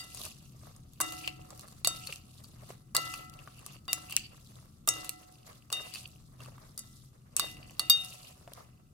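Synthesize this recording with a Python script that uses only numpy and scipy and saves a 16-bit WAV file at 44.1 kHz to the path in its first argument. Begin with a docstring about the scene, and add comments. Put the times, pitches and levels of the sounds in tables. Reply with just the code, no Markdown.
"""A plastic salad fork tosses raw vegetables in a ribbed glass bowl, close to a camera with two microphones.
Fork and hard pieces click on the glass: noise bursts, short resonances and brief upper glass modes.
Firm blows ring the bowl as decaying sines in beating pairs.
Wet vegetables thud, scrape and rustle as grainy filtered noise; the kitchen gives a low hum,
a faint hiss and a short echo of the contacts."""
import sys
import numpy as np
from scipy import signal
from scipy.fft import rfft, irfft, next_fast_len
from scipy.io import wavfile
from scipy.ndimage import uniform_filter1d, map_coordinates

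SR = 44100
rng = np.random.default_rng(int(sys.argv[2]) if len(sys.argv) > 2 else 0)


def inscribe(sig):
    """Save sig as 16-bit PCM at rate SR to the path in sys.argv[1].

    A 1-D sig is mono; a 2-D sig holds one channel per row.
    Samples are clipped to [-1, 1] before scaling.
    """
    pcm = np.round(np.clip(np.atleast_2d(sig).T, -1, 1) * 32767)
    wavfile.write(sys.argv[1], SR, pcm.astype(np.int16))


N = 393813

# modes of the glass bowl, low to high: [pitch_hz]
BOWL_HZ = np.array([322, 736.5, 1281, 1339, 1998, 2774, 2832, 3698, 4689, 12110])
# how each mode rings, with its close twin: [t60_s, left_minus_right_db, left_lead_rad,
# twin_offset_hz, twin_left_db, twin_right_db], twin levels relative to the mode
BOWL_MODES = [(1.6, 2.5, 1.66, -26.5, -2.5, -2.5), (2.07, -7, 4, 7, -2, -9),
              (1.2, 2.5, 2.16, 2, -31.5, -32), (1.06, 6.5, -1.1, 3.5, -31.5, -29.5),
              (0.83, 4, 2, 7, -12, -8.5), (0.57, 7.5, -0.8, -12.5, -32.5, -29),
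              (0.52, -3.5, 1.3, -1.5, -28.5, -26), (0.37, 5, -1.07, 18, -13, -8),
              (0.15, 1, 8.5, 25.5, -15.5, -14), (0.064, -1.5, 1.5, 28.5, -16, -26)]


def amp(db):
    """Decibels to amplitude."""
    return 10 ** (np.asarray(db) / 20)


def unit(x):
    """Scale to an rms of 1."""
    return x / np.sqrt(np.mean(x ** 2) + 1e-20)


def along(points, hz):
    """Interpolate (Hz, value) points on a log frequency axis."""
    f, v = np.transpose(points)
    return np.interp(np.log(hz + 1), np.log(f + 1), v)


def curves(rows):
    """One value per sample for each column after the time."""
    s, *cols = np.transpose(rows)
    return [np.interp(np.arange(N) / SR, s, c) for c in cols]


def wobble(rate):
    """A smooth random curve, rate knots a second."""
    knots = rng.standard_normal(int(N * rate / SR) + 4)
    return map_coordinates(knots, [np.arange(N) * rate / SR])


def filtered(x, response):
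    """Filter x by a complex response of frequency."""
    m = next_fast_len(x.shape[-1] + 8192)
    spectrum = rfft(x, m) * response(np.fft.rfftfreq(m, 1 / SR))
    return irfft(spectrum, m)[..., :x.shape[-1]]


def resonance(hz, width_hz):
    """Response of one damped mode, 1 at its peak."""
    return lambda f: 1j * f * width_hz / (hz * hz - f * f + 1j * f * width_hz)


def sides(db):
    """Left and right gains for a level difference."""
    return amp([[db / 2], [-db / 2]])


def grainy(per_second, spread_db, share, patchy_db):
    """Stereo noise of rms 1 in patches of random gain, with sparse spikes of very unequal size in it."""
    spikes = (rng.random(N) < per_second / SR) * amp(spread_db * rng.exponential(size=N))
    puff = amp(-60 * np.arange(200) / SR / 0.0042)  # t60 4.2 ms
    puffs = signal.fftconvolve(spikes, puff)[:N]
    noise = rng.standard_normal((2, N)) * (1 + share * unit(puffs))
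    z = signal.stft(noise, nperseg=256)[2]
    # random gains, smoothed over frequency and then time
    field = uniform_filter1d(rng.standard_normal(z.shape[1:]), size=12, axis=0)
    field = uniform_filter1d(field, size=4, axis=1)
    return unit(signal.istft(z * amp(patchy_db * unit(field)), nperseg=256)[1][:, :N])


def bowl():
    """Each blow starts all modes afresh and chokes what rang before; close twins make the ring beat."""
    # blows that ring the bowl: [start_s, strength_db, hardness_db_per_octave, place_round_rim_deg,
    # top_mode_db, damping_by_food (1 = usual), sense (start of the 2832 Hz mode: 1 upright, -1 inverted)]
    blows = [(0, -47.5, 6.1, 22.6, -77, 1.34, 1), (1.003, -40.5, 2.5, 17, -53, 0.82, 1),
             (1.847, -39.5, 6.8, -11.5, -42, 1.4, 1), (1.872, -38, 7.4, -35.5, -30, 1.34, 1),
             (2.951, -31, 8.9, -30.5, -40, 0.83, -1), (3.882, -34.5, 10.7, -5.8, -69, 1.04, 1),
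             (3.931, -46, 3.8, 17.5, -63, 1.7, 1), (4.876, -40.5, 4.6, 16, -30, 0.9, 1),
             (5.726, -34.5, 2.1, 36, -45, 1.23, 1), (6.776, -56.5, 15.3, -31.5, -52, 1.04, 1),
             (7.366, -55, 3.7, -3, -40.5, 1.2, 1), (7.397, -40.5, 7.4, -11.5, -56, 1.16, 1),
             (7.795, -38.5, 8.6, -6.6, -60, 1.1, -1), (7.898, -27.5, 9.7, 32.5, -10, 1.19, -1)]
    # vibration pattern of each mode but the top one: [waves_round_rim, turn_deg, even_blow_db]
    patterns = [(2, 162, 3.5), (3, 27, 0), (4, 40, -4), (4, 49.5, -2.5), (5, 77, -1.5), (6, 75, -0.5),
                (6, 74.6, -0.5), (7, 56, 4), (8, 39, 3.5)]
    node_db = -25  # what is left of a mode struck on its node

    out, hz = np.zeros((2, N)), BOWL_HZ[:, None]
    t60, pan_db, lead, split, *twin_db = np.array(BOWL_MODES).T[:, :, None]
    waves, pattern, even_db = np.transpose(patterns)
    # a mode radiates in lobes, unequal at the two microphones: the left one's share of the power
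    left = 1 / (1 + 1 / amp(pan_db) ** 2)
    food = np.array([wobble(30) for _ in BOWL_MODES])  # pieces touching the wall unsettle each mode
    starts = [round(max(row[0], 0) * SR) for row in blows] + [N]
    for (s, db, hardness, place, top_db, damping, sense), a, b in zip(blows, starts, starts[1:]):
        angle = np.radians(np.round(waves) * place - pattern)
        swing = np.hypot(np.cos(angle), amp(node_db))
        struck_db = db + even_db + hardness * np.log2(BOWL_HZ[:-1] / 2000)
        start = np.append(amp(struck_db) * swing, amp(top_db))
        t = np.arange(min(b - a, SR)) / SR  # one second at most
        # food slides back onto the glass and smothers the high tails first
        lost_db = 60 * damping * t / t60 + hz / 50 * t ** 2
        shaky_db = 1.2 * food[:, a:a + len(t)]
        onset = 1 - np.exp(-t / 0.0022)
        fade = start[:, None] * amp(shaky_db - lost_db) * onset
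        fade *= np.where(hz == BOWL_HZ[6], np.sign(sense), 1)
        for ear, share, turn, twin in zip(out, (left, 1 - left), (lead / 2, -lead / 2), twin_db):
            mode = np.sin(2 * np.pi * hz * t + turn)
            pair = mode + amp(twin) * np.sin(2 * np.pi * (hz + split) * t + turn)
            ear[a:a + len(t)] = np.sum(np.sqrt(2 * share) * fade * pair, 0)
    return out


def stirring():
    """Levels in dB of thuds, prongs and rustle: strokes start at once, sag, release; tumbles swell and die."""
    # the fork digs under the heap: [start_s, length_s, thuds_at_start_db, prongs_at_start_db,
    # prongs_at_end_db, rustle_at_start_db]
    strokes = [(-0.1, 0.086, -50, -54, -56, -43.5), (1.003, 0.25, -51, -67, -50, -46),
               (1.852, 0.27, -57, -56, -53.5, -47.5), (2.947, 0.23, -50, -59, -51.5, -45),
               (3.892, 0.33, -57.5, -76, -46, -53), (4.879, .2, -50.5, -61.5, -61, -47),
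               (5.718, .26, -53, -55, -53, -50), (6.78, .26, -67.5, -73, -86, -59),
               (7.368, 0.097, -52.5, -47.5, -52, -45.5), (7.801, 0.07, -58, -65, -58, -55.5),
               (7.901, 0.39, -53.5, -62, -57.5, -47.5)]
    # lifted pieces tumble back: [peak_s, swell_by_20_db_s, die_by_20_db_s, thuds_db, prongs_db, rustle_db]
    tumbles = [(0.248, 0.23, 0.11, -54, -48.5, -42.5), (.46, 1.3, 0.13, -73.5, -72, -60.5),
               (0.668, 0.22, 0.2, -60, -67.5, -58.5), (.93, 0.2, 1.5, -76, -76, -67.5),
               (1.62, .5, 0.4, -59, -67, -57.5), (2.1, 0.05, 0.14, -54.5, -56, -51.5),
               (2.4, .5, 0.6, -68, -73, -60), (2.711, 0.2, .09, -53.5, -63, -55.5),
               (3.45, 0.5, .5, -63, -71, -62), (3.739, .5, 0.08, -59.5, -58.5, -58),
               (4.581, 1, 0.37, -66.5, -75, -61.5), (5.2, 0.07, 0.67, -65.5, -69, -61.5),
               (5.47, 0.04, 0.22, -55, -64.5, -57), (5.97, 0.19, 0.16, -59, -57, -49),
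               (6.15, 0.3, 0.5, -75.5, -89, -64.5), (6.419, 0.06, 0.26, -56.5, -63.5, -59),
               (6.64, .4, 0.35, -62, -82, -62.5), (7.13, 0, .2, -70.5, -83.5, -69),
               (7.34, 0.1, 0.5, -65, -86, -72), (7.65, 0.48, 1.27, -64, -64, -63),
               (8.6, 0.38, 0.14, -57, -75, -60)]
    thuds_sag, rustle_sag, release = 41, 19, 144  # dB per second: two while digging, the last after

    t, power = np.arange(0, N, 32) / SR, 1e-12
    for s, length, thud_db, first_db, last_db, rustle_db in strokes:
        dig = np.clip(t - s, 0, length)  # seconds dug so far
        prongs_db = first_db + (last_db - first_db) * dig / length
        db = [thud_db - thuds_sag * dig, prongs_db, rustle_db - rustle_sag * dig]
        released_db = release * np.maximum(t - s - length, 0)
        power = power + (t >= s) * amp(db - released_db) ** 2
    for s, rise, fall, *db in tumbles:
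        away_db = 20 * np.maximum((s - t) / rise, (t - s) / fall)
        power = power + amp(np.array(db)[:, None] - away_db) ** 2
    return curves(np.transpose([t, *10 * np.log10(power)]))


def vegetables():
    """Pieces thud softly, prongs scrape the ribs, wet skins crackle; the thuds keep the bowl murmuring."""
    # spectrum of the soft thuds, relative: [pitch_hz, level_db_per_hz]
    thud_shape = [(200, -29.5), (380, -3), (620, 0.5), (900, -6.5), (1160, 1), (1450, -8.5), (2200, -11),
                  (3500, -37)]
    # resonances of the scraping prongs, each applied twice: [pitch_hz, width_hz, level_db]
    prong_modes = [(2745, 580, 5), (4600, 340, 1)]
    # spectrum of the rustling skins, relative: [pitch_hz, level_db_per_hz]
    rustle_shape = [(1760, -40), (3000, -13), (3510, -5.5), (3610, -5), (3910, -5), (11800, -8),
                    (15500, -18), (16200, -22.5), (16500, -45.5)]

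    thud_db, scrape_db, rustle_db = stirring()
    lumps_db = 3 * wobble(45)
    tumble = grainy(200, 2.5, .5, 3)
    thuds = amp(thud_db + lumps_db) * unit(filtered(tumble, lambda f: amp(along(thud_shape, f))))

    prongs = lambda f: sum(amp(db) * resonance(c, w)(f) ** 2 for c, w, db in prong_modes)
    uneven_db = 2.3 * wobble(60)
    scrape = amp(scrape_db + uneven_db) * unit(filtered(grainy(80, 3.6, 0.75, 3.4), prongs))

    crackle = grainy(300, 4, .6, 2.5)
    flutter_db = 1.5 * wobble(70)
    rustle = amp(rustle_db + flutter_db) * unit(filtered(crackle, lambda f: amp(along(rustle_shape, f))))

    # the five lowest bowl modes; 2.2 / t60 is a mode's width in Hz
    ears = np.array([[1], [-1]])
    glass = lambda f: sum(resonance(c, 2.2 / t60)(f) * sides(db) * np.exp(1j * lead / 2 * ears)
                          for c, (t60, db, lead, *_) in zip(BOWL_HZ[:5], BOWL_MODES))
    murmur = amp(8.0) * filtered(thuds[0], glass)
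    return thuds + scrape + rustle + murmur


def kitchen():
    """A low wavering hum, its bass nearly alike at both microphones, over a faint hiss."""
    # spectrum of the hum, relative: [pitch_hz, level_db_per_hz]
    hum_shape = [(15, -27), (25, -9.5), (42, -7), (65, -12), (82, -1), (105, -8.5), (123, 3.5), (135, -3),
                 (150, -1.5), (175, -10), (215, -8.5), (260, -14.5), (380, -23.5), (600, -52.5),
                 (1100, -120)]
    # slow course of the hum: [time_s, level_db]
    hum_level = [(0.0, -57.5), (0.6, -54), (4.25, -55.5), (5.25, -57.5), (7.81, -56), (8.93, -59.5)]
    # spectrum of the hiss, relative: [pitch_hz, level_db_per_hz]
    hiss_shape = [(180, -17.5), (300, -4), (399, -0.5), (970, -15), (1170, -5), (1740, -19.5),
                  (8580, -15.5), (15200, -19.5), (16500, -43.5)]
    # likeness of the hum at the two microphones: [pitch_hz, correlation]
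    alike = [(30, 0.94), (130, 0.9), (290, 0.92), (640, 1), (15000, 0.057)]

    # mid = cos(turn) and side = sin(turn) give a left-right correlation of cos(2 turn)
    turn = lambda hz: np.arccos(np.clip(along(alike, hz), -1, 1)) / 2
    split = lambda hz: amp(along(hum_shape, hz)) * [np.cos(turn(hz)), np.sin(turn(hz))]
    mid, side = filtered(rng.standard_normal((2, N)), split)
    waver_db = 1.5 * wobble(5)
    stereo = unit(np.array([mid + side, mid - side])) * sides(2.2)
    hum = amp(curves(hum_level)[0] + waver_db) * stereo
    hiss = unit(filtered(rng.standard_normal((2, N)), lambda hz: amp(along(hiss_shape, hz))))
    return hum + amp(-72.5) * hiss


def body(mode, db, noise):
    """One short resonance of a contact: part tone, part rattle, with a quicker first decay."""
    snap_db, snap_faster = 1.5, 4.84  # level of the quick decay over the slow one, and times its speed
    (c, w, life), t = mode, np.arange(noise.shape[1]) / SR
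    pitch = c + 0.11 * w * rng.standard_normal()
    turn = rng.normal(0, c / 3500, (2, 1))  # phases at the two microphones differ more for high modes
    tone = np.sin(2 * np.pi * pitch * t + turn)
    rattle = unit(filtered(2.1 * noise[0] + noise[1:], resonance(c, w)))
    fade = amp(db - 60 * t / life) + amp(db + snap_db - 60 * snap_faster * t / life)
    onset = 1 - np.exp(-t / 0.00026)
    return fade * (0.59 * tone + 0.35 * rattle) * onset


def contacts():
    """A click, four short rings, a treble spray and the upper glass modes, different at each microphone."""
    # brief upper modes of the glass, under every hard contact: [pitch_hz, relative_level_db, t60_s]
    shimmer = [(5880, -8.5, 0.14), (6570, -10, 0.16), (7160, -13.5, .08), (7120, -5, 0.078),
               (7900, -3.5, 0.1), (8100, -3.5, 0.037), (8970, 3, 0.057), (9330, -5, 0.053),
               (9650, -10, 0.092), (10660, -7, 0.064), (10950, -5, 0.079), (13100, -20.5, .05)]
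    # short resonances of a contact, a dull thud, the bowl's hollow and two of the fork's prongs:
    # [centre_hz, width_hz, t60_s]
    bodies = [(667, 260, 0.036), (1177, 380, 0.04), (2734, 290, 0.046), (4470, 960, 0.038)]
    # hard contacts: [start_s, click_db, hollow_knock_db, low_prong_db, high_prong_db, treble_db,
    # left_minus_right_db]
    hard_contacts = [(0.147, -33, -65, -68, -51.5, -36, 6.5), (0.1733, -35, -60, -52.5, -44, -45, 13.5),
                     (0.2634, -31.5, -47, -59.5, -49.5, -45.5, 10.5),
                     (0.7636, -44.5, -57.5, -80, -79.5, -51.5, 1.5),
                     (1.0026, -23.5, -21.5, -48, -39.5, -25, -4.5),
                     (1.0106, -20, -34, -47.5, -51, -20.5, 5), (1.0144, -16.5, -33, -41.5, -43, -18.5, 4),
                     (1.124, -22, -44.5, -57, -62, -39, -2), (1.2762, -33.5, -42.5, -22.5, -34.5, -60, 4),
                     (1.505, -32, -52, -63.5, -51, -45, -1.5), (1.5945, -23.5, -52.5, -63, -46, -46.5, 0),
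                     (1.6823, -38.5, -52.5, -63.5, -50.5, -52.5, -.5),
                     (1.847, -14.5, -34.5, -35, -19, -22, -2), (1.8731, -1, -31, -47, -26, -15, -1.5),
                     (2.0718, -21.5, -55, -43.5, -30.5, -43.5, 4.5),
                     (2.1252, -28.5, -45.5, -31, -44, -41.5, .5),
                     (2.443, -45.5, -58, -76, -45.5, -58.5, 4.5), (2.9495, -10, -23, -39, -26, -21, -.5),
                     (2.966, 2, -34.5, -49, -18.5, -19.5, 1), (3.139, -22.5, -39.5, -34.5, -38.5, -39, 1),
                     (3.3384, -31, -63, -58.5, -54.5, -64, -3.5), (3.3898, -45, -60, -43, -84, -75.5, 5),
                     (3.475, -47, -41, -73, -74, -62, 4.5), (3.592, -44, -59.5, -52, -66.5, -49.5, -4.5),
                     (3.6638, -20.5, -46.5, -63.5, -63, -37.5, 2),
                     (3.8804, -24.5, -34.5, -40, -54.5, -52.5, -1.5), (3.931, 2, -40, -40.5, -33, -20, 3),
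                     (4.0975, -35, -47.5, -44, -57.5, -41, 1), (4.108, -33.5, -51.5, -43.5, -43, -36.5, 3),
                     (4.1242, -22, -53, -30.5, -37, -37, .5), (4.1659, 5.5, -77, -25, -39.5, -43, 0.5),
                     (4.1743, -26.5, -62, -29, -65, -53.5, 3.5),
                     (4.8752, -13.5, -22.5, -45.5, -49.5, -21.5, -3),
                     (4.8878, -9.5, -39, -38.5, -48.5, -10.5, 4), (5.0463, -23.5, -46, -40.5, -45, -42, 0),
                     (5.0933, -7, -44.5, -38.5, -38.5, -31.5, -2.5),
                     (5.702, -36.5, -43.5, -45, -47, -54.5, 2.5), (5.7268, -6, -33, -37, -29.5, -24.5, -1),
                     (5.9387, -32.5, -64.5, -45.5, -36.5, -44, 7.5),
                     (5.9489, -23.5, -65, -42.5, -36, -43, -.5),
                     (5.9568, -28.5, -57, -37.5, -38.5, -47, -2.5),
                     (6.4043, -51, -46.5, -45, -69.5, -52.5, 0), (6.4593, -47, -47, -50.5, -60.5, -51, 0.5),
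                     (6.5802, -60, -46, -86, -78, -69, -4), (6.7772, -30, -54.5, -77.5, -68, -30.5, -.5),
                     (6.792, -40, -60, -68, -62.5, -29.5, -1), (7.3656, -18.5, -40.5, -67, -55, -15.5, -1),
                     (7.3964, -4.5, -26.5, -40, -21, -24.5, -2.5), (7.5694, -41, -62, -48.5, -59.5, -58, 3),
                     (7.7085, -31.5, -56.5, -64.5, -56, -51, 2.5),
                     (7.7948, -13, -31.5, -55, -18, -24, -2.5),
                     (7.898, 0, -29.5, -40.5, -19.5, -14.5, -1.5)]
    # dull thuds of heavy pieces: [start_s, level_db]
    drops = [(0.264, -45), (1.276, -36), (1.873, -30), (3.931, -39), (7.708, -52), (8.4762, -38),
             (8.519, -41.5)]
    thud_db = -15  # thud relative to the knock
    spray_hz, spray_scatter = 8760, .15  # treble centre and its chance spread (log units)

    out, t = np.zeros((2, N + SR)), np.arange(SR // 8) / SR
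    hz, level_db, t60 = np.array(shimmer).T[:, :, None]
    bright = lambda f: f ** 2 / (f - 3500j) ** 2 / (1 + 1j * f / 12000) ** 2
    for s, click_db, knock_db, low_db, high_db, treble_db, pan_db in hard_contacts:
        noise = rng.standard_normal((3, len(t)))  # one shared, then one for each microphone
        air = filtered(0.23 * noise[0] + 0.53 * noise[1:], bright)
        click = amp(-60 * t / .003) * air
        sound = 0.4 * amp(click_db) * click / abs(click).max()

        centre = spray_hz * np.exp(spray_scatter * rng.standard_normal())
        spray = unit(filtered(air, resonance(centre, 0.51 * centre)))
        sound += amp(treble_db - 60 * t / 0.014) * spray

        body_db = (knock_db + thud_db, knock_db, low_db, high_db)
        sound += sum(body(mode, db, noise) for mode, db in zip(bodies, body_db))

        chance = rng.standard_normal((2, len(hz), 2))  # level and phase of each mode at each microphone
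        fade = amp(level_db + 4.4 * chance[..., :1] - 60 * t / t60)
        modes = fade * np.sin(2 * np.pi * hz * t + 3 * chance[..., 1:])
        sound += amp(treble_db - 15) * modes.sum(1)
        out[:, round(s * SR):][:, :len(t)] += sound * sides(pan_db)
    for s, db in drops:
        out[:, round(s * SR):][:, :len(t)] += body(bodies[0], db, rng.standard_normal((3, len(t))))
    return out[:, :N]


def walls(x):
    """The room answers with a noise tail in which each frequency dies at its own speed."""
    # decay of the kitchen: [pitch_hz, t60_s]
    room_decay = [(200, 0.16), (2000, 0.42), (12000, 0.13)]
    hz, t, z = signal.stft(rng.standard_normal((2, SR // 2)), SR, nperseg=256)
    fade = amp(-60 * t / along(room_decay, hz)[:, None])
    tail = signal.istft(z * fade, SR, nperseg=256)[1]
    late = np.pad(x, ((0, 0), (200, 0)))  # the answer starts 200 samples (4.5 ms) late
    return signal.fftconvolve(late, tail / np.linalg.norm(tail[0]), axes=1)[:, :N]


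def scene():
    """Contacts and their echo, the ringing bowl, the vegetables and the kitchen together."""
    hits = contacts()
    echo = amp(-17) * walls(hits)
    return hits + echo + bowl() + vegetables() + kitchen()


def record(dry):
    """The camera keeps nothing above its band limit."""
    return filtered(dry, lambda hz: hz < 16200)


dry = scene()
out = record(dry)
inscribe(out)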